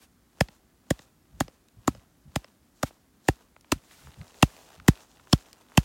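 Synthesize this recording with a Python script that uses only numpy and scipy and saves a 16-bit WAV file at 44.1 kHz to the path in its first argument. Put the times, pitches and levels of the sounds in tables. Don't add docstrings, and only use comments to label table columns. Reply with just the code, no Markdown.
import sys
import numpy as np
from scipy import signal
from scipy.fft import rfft, irfft, next_fast_len
from scipy.io import wavfile
from scipy.ndimage import uniform_filter1d

SR = 44100
rng = np.random.default_rng(int(sys.argv[2]) if len(sys.argv) > 2 else 0)


def bounce(signal):
    frames = np.transpose(np.atleast_2d(signal))
    limited = np.clip(frames, -1, 1)
    pcm = np.round(limited * 32767).astype(np.int16)
    wavfile.write(sys.argv[1], SR, pcm)


N = 257717

# time in seconds, thump in dB, hollow note in dB, finger lag in ms,
# landing spread in ms, knock in dB, knock centre in Hz, clack in dB, clack centre in Hz, fabric in dB.
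TAPS = [(0.4087, -16, -39, 1.34, .59, -23, 622, -22, 1720, -26.5),
        (.9070, -18, -27, 0.41, 0.31, -25.5, 625, -29.5, 1660, -27.5),
        (1.4064, -22, -24.5, 0.99, 0.24, -24.5, 683, -28.5, 1840, -26.5),
        (1.8782, -21, -19.5, 0.3, 0.43, -20.5, 980, -54.5, 1520, -26.5),
        (2.3601, -22, -30.5, 1.44, 0.73, -29.5, 806, -30, 2050, -29.5),
        (2.8321, -23.5, -27.5, 1.38, 2.36, -24, 724, -32, 2010, -29),
        (3.2858, -15, -24.5, 2.28, 0.31, -20.5, 724, -21, 1790, -25.5),
        (3.7213, -20.5, -27, 3.12, 2.2, -26.5, 1000, -24, 2630, -24),
        (4.4280, -10, -19.5, 0.88, 0.97, -17.5, 563, -17, 2600, -21.5),
        (4.8832, -7, -24.5, 0.72, 1.07, -23, 993, -18.5, 1900, -20),
        (5.33, -10, -23, 1, 0.28, -21, 740, -18.5, 3400, -23),
        (5.7763, -9, -30.5, 1.15, 1.34, -25, 870, -19.5, 2450, -20.5)]
MID_THUMP_DB = -16

SIZE, LEAD = 8192, 512
AGE_S = (np.arange(SIZE) - LEAD) / SR
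FREQ_HZ = np.maximum(np.arange(SIZE // 2 + 1) * SR / SIZE, 1)


def undb(db):
    return 10 ** (np.asarray(db) / 20)


def unit(x):
    return x / np.sqrt(np.mean(x ** 2))


def band(hz, width_hz, f=FREQ_HZ):
    return 1j * f * width_hz / (hz ** 2 - f ** 2 + 1j * f * width_hz)


def high(hz):
    return -FREQ_HZ ** 2 / (hz ** 2 - FREQ_HZ ** 2 + 1j * FREQ_HZ * hz * np.sqrt(2))


def low(hz):
    return 1 / (1 + 1j * FREQ_HZ / hz)


def burst(spectrum, db):
    x = irfft(spectrum)
    return x * undb(db) / np.sqrt(np.sum(x ** 2) * 100 / SR)


def noise(colour):
    hz, db = np.transpose(colour)
    f = np.maximum(np.arange(N // 2 + 1) * SR / N, 1)
    gain = undb(np.interp(np.log(f), np.log(hz), db))
    return unit(irfft(rfft(rng.standard_normal(N)) * gain, N))


def grains(envelope, spread_db):
    return rfft(envelope * rng.standard_normal(SIZE) * undb(spread_db * rng.standard_normal(SIZE)))


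def swell(rise_s, fall_s):
    return np.exp(-np.abs(AGE_S) / np.where(AGE_S < 0, rise_s, fall_s))


def walk(rate_hz):
    step = int(SR / rate_hz)
    stairs = np.repeat(rng.standard_normal(N // step + 1), step)
    return unit(uniform_filter1d(stairs, step)[:N])


def humps(rows):
    t = np.arange(N) / SR
    return sum(undb(db) * np.exp(-.5 * ((t - at_s) / width_s) ** 2) for at_s, db, width_s in rows)


def add(out, at_s, x):
    start = int(at_s * SR) - LEAD
    out[start:start + SIZE] += x[:N - start]


def air():
    # time in seconds, level in dB, width in seconds.
    puffs = [(1.35, -49, 0.023), (1.43, -45, 0.018), (1.775, -49, 0.017), (1.896, -39.5, 0.017),
             (1.958, -48.5, 0.016), (2.27, -46, 0.013), (3.755, -39, 0.011), (4.07, -49.5, 0.025),
             (4.195, -40, 0.019), (4.792, -45, 0.013)]
    rumble = noise([(25, -4.5), (55, 2), (160, -2.5), (260, -19), (450, -39.5), (2000, -72.5)])
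    waver = undb(-74 + 5 * walk(14))
    ambience = noise([(25, 6.5), (60, -3), (110, -13), (270, -5.5), (450, -18), (800, -22),
                      (1500, -24), (2700, -30), (7000, -30.5), (16000, -33)])
    return ambience * undb(-59.5) + rumble * (humps(puffs) + waver)


def rubbing():
    # time in seconds, level in dB.
    jacket = [(3.86, -88), (3.92, -70), (4.2, -61), (4.34, -62), (4.55, -60), (4.68, -61), (4.74, -59.5),
              (4.82, -67), (4.96, -59.5), (5.015, -57.5), (5.06, -66), (5.3, -67), (5.45, -62),
              (5.66, -66.5), (5.84, -56.5)]
    idle_db, swing_db, hold_db = -81.5, -61, -66.5
    rise_s, hold_s, lift_s = 0.042, 0.14, 0.039
    t = np.arange(N) / SR
    jacket_db = np.interp(t, *np.transpose(jacket), left=-np.inf)
    power = undb(idle_db) ** 2 + undb(jacket_db) ** 2
    for at_s, thump_db, *_ in TAPS:
        age_s = t - at_s
        swing = undb(swing_db) * np.exp(-np.abs(age_s) / rise_s)
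        hold = undb(hold_db) * np.exp(-np.maximum(age_s - hold_s, 0) / lift_s)
        effort = undb(0.28 * (thump_db - MID_THUMP_DB))
        power += (np.where(age_s < 0, swing, hold) * effort) ** 2
    return np.sqrt(power)


def sleeve(rub_level):
    # frequency in Hz, relative level in dB.
    rustle_colour = [(210, -36.5), (350, 2), (791, 3), (1700, -4.5), (1970, -6), (2200, -13), (2540, -5.5),
                     (3980, -10.5), (7190, -12), (16000, -21.5)]
    # time in seconds, level in dB, width in seconds.
    swishes = [(.03, -57, 0.018), (2.872, -50, 0.016), (3.925, -62, 0.014), (3.99, -58, .1),
               (4.52, -60, 0.11)]
    roughness = undb(1.34 * walk(40) + 4.06 * walk(900))
    crinkle = undb(-9 + 5 * walk(23) + 2.5 * walk(1200))
    rustle = noise(rustle_colour)
    creases = noise([(1500, -18.5), (3500, -3.5), (5000, -3.5), (7200, -1),
                     (10000, -12.5), (16000, -13.5)])
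    cuff = noise([(1500, -3), (3500, -4.5), (9000, -8), (16000, -14)]) * humps(swishes)
    return rub_level * (rustle * roughness + creases * crinkle) + cuff


def tick(db, hz):
    cluster = grains(swell(0.0004, 0.0013), spread_db=4)
    return burst(cluster * band(hz, 1.8 * hz) ** 2 * low(2 * hz), db)


def ticks(rub_level):
    # time in seconds, level in dB, centre in Hz.
    clear_ticks = [(1.685, -63.5, 4060), (2.907, -53.5, 820), (3.564, -52.5, 1115), (3.61, -60.5, 5400),
                   (3.645, -59.5, 1550), (3.911, -56, 1340), (4.071, -52, 885), (4.142, -58, 2770),
                   (4.214, -52, 1750), (4.28, -59, 3640), (4.745, -78, 1430), (4.799, -49.5, 1390),
                   (5.171, -62.5, 2480), (5.197, -56.5, 1280), (5.272, -56, 1140), (5.53, -50.5, 4320),
                   (5.719, -55.5, 820)]
    out = np.zeros(N)
    for at_s, db, hz in clear_ticks:
        add(out, at_s, tick(db, hz))
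    crumbs_per_s = 16
    count = int(crumbs_per_s * N / SR)
    contacts = rng.integers(2 * LEAD, N, count)
    for i, (size, pitch) in zip(contacts, rng.standard_normal((count, 2))):
        crumb = tick(db=-1 + 2.5 * size, hz=2600 * 2 ** (0.28 * pitch))
        add(out, i / SR, rub_level[i] * crumb)
    return out


def snow_crunch(fabric_db):
    packing = grains(swell(0.0005, 0.009), spread_db=5.5) * band(1000, 7000)
    settling = grains(swell(0.0058, 0.04), spread_db=5.5) * band(2300, 8000)
    soft = low(11000)
    return burst(packing * soft, fabric_db - 11.5) + burst(settling * soft, fabric_db - 24.5)


def glove_shell(touching, fabric_db):
    colour = (band(2800, 6000) + 1.1 * band(6900, 1100)) * high(900) * low(11000)
    brush = grains(touching * swell(0.0046, 0.0027), spread_db=0)
    squeeze = grains(swell(0.0003, 0.00043), spread_db=12)
    return burst(brush * colour, fabric_db - 3) + burst(squeeze * colour, fabric_db - 10.5)


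def snow_thump(push, thump_db):
    column_db = -5 + 0.29 * (thump_db - MID_THUMP_DB)
    spring = band(152, 95) + undb(column_db) * band(67, 140)
    return burst(-push * spring * low(500), thump_db)


def blade():
    # frequency in Hz, relative level in dB, T60 in seconds.
    modes = [(543, 6.5, 0.012), (775, -1, 0.02), (1078, 5, 0.0083), (1326, -5, 0.041), (1820, 2.5, 0.0068),
             (2667, -1.5, 0.012), (3126, -2.5, .01), (3485, -1.5, 0.0035), (4380, -2, 0.0081),
             (5010, 2.5, 0.0045), (6120, 1, 0.018), (7450, 0, 0.005)]
    split_hz = 1450
    detunes = 1 + 0.02 * rng.standard_normal(len(modes))
    bending = plate = 0
    for (hz, db, t60_s), detune in zip(modes, detunes):
        mode = undb(db) * band(hz * detune, width_hz=np.log(1000) / np.pi / t60_s)
        if hz < split_hz:
            bending += mode
        else:
            plate += mode
    return bending, plate


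def rebound(db):
    touch = grains(swell(0.00075, 0.0014), spread_db=7)
    body = sum(blade()) * low(3800) ** 2 + 2.9 * band(200, 170)
    return burst(touch * body, db)


def tap(thump_db, hollow_db, lag_ms, spread_ms, knock_db, knock_hz, clack_db, clack_hz, fabric_db):
    bending, plate = blade()
    palm = np.exp(-2j * np.pi * FREQ_HZ * LEAD / SR)
    fingers = 0.66 * palm * np.exp(-2j * np.pi * FREQ_HZ * lag_ms / 1000)
    push = palm + fingers
    thump = snow_thump(push, thump_db)
    hollow = burst(-push * band(260, 150) ** 2 * low(600), hollow_db)
    shell_lead_s = 0.0043
    touching = np.clip((AGE_S + shell_lead_s) * 1000, 0, 1)
    landing = swell(spread_ms / 1000, 0.0011) + 0.13 * swell(0.02, 0.001)
    folds = grains(touching * landing, spread_db=3.5)
    folds /= np.sqrt(np.mean(np.abs(folds) ** 2))
    knock_colour = bending * band(knock_hz, 0.54 * knock_hz) * high(330)
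    knock = burst((push + 1.1 * folds) * knock_colour, knock_db)
    clack = burst(folds * plate * band(clack_hz, 0.32 * clack_hz), clack_db)
    return thump + hollow + knock + clack + glove_shell(touching, fabric_db) + snow_crunch(fabric_db)


def taps():
    # time in seconds, level in dB.
    bounces = [(0.4861, -47.5), (0.9922, -47.5), (1.481, -46), (1.95, -49.5), (2.4443, -47.5)]
    out = np.zeros(N)
    for at_s, *blow in TAPS:
        add(out, at_s, tap(*blow))
    for at_s, db in bounces:
        add(out, at_s, rebound(db))
    return out


def scene():
    rub_level = rubbing()
    return (taps() + sleeve(rub_level) + air() + ticks(rub_level))[None]


def record(dry):
    size = next_fast_len(2 * N)
    f = np.arange(size // 2 + 1) * SR / size
    crossovers_hz = 150 * 2.15 ** np.arange(7)
    allpass = np.prod([1 - 2 * band(hz, np.sqrt(2) * hz, f) for hz in crossovers_hz], axis=0)
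    smeared = irfft(rfft(dry, size) * allpass, size)[:, :N]
    bass_hz, top_hz = 51, 15900
    bass_cut = signal.butter(5, bass_hz, "highpass", fs=SR, output="sos")
    top_cut = signal.ellip(8, 0.2, 70, top_hz, fs=SR, output="sos")
    return signal.sosfilt(np.vstack([bass_cut, top_cut]), smeared)


dry = scene()
out = record(dry)
bounce(out)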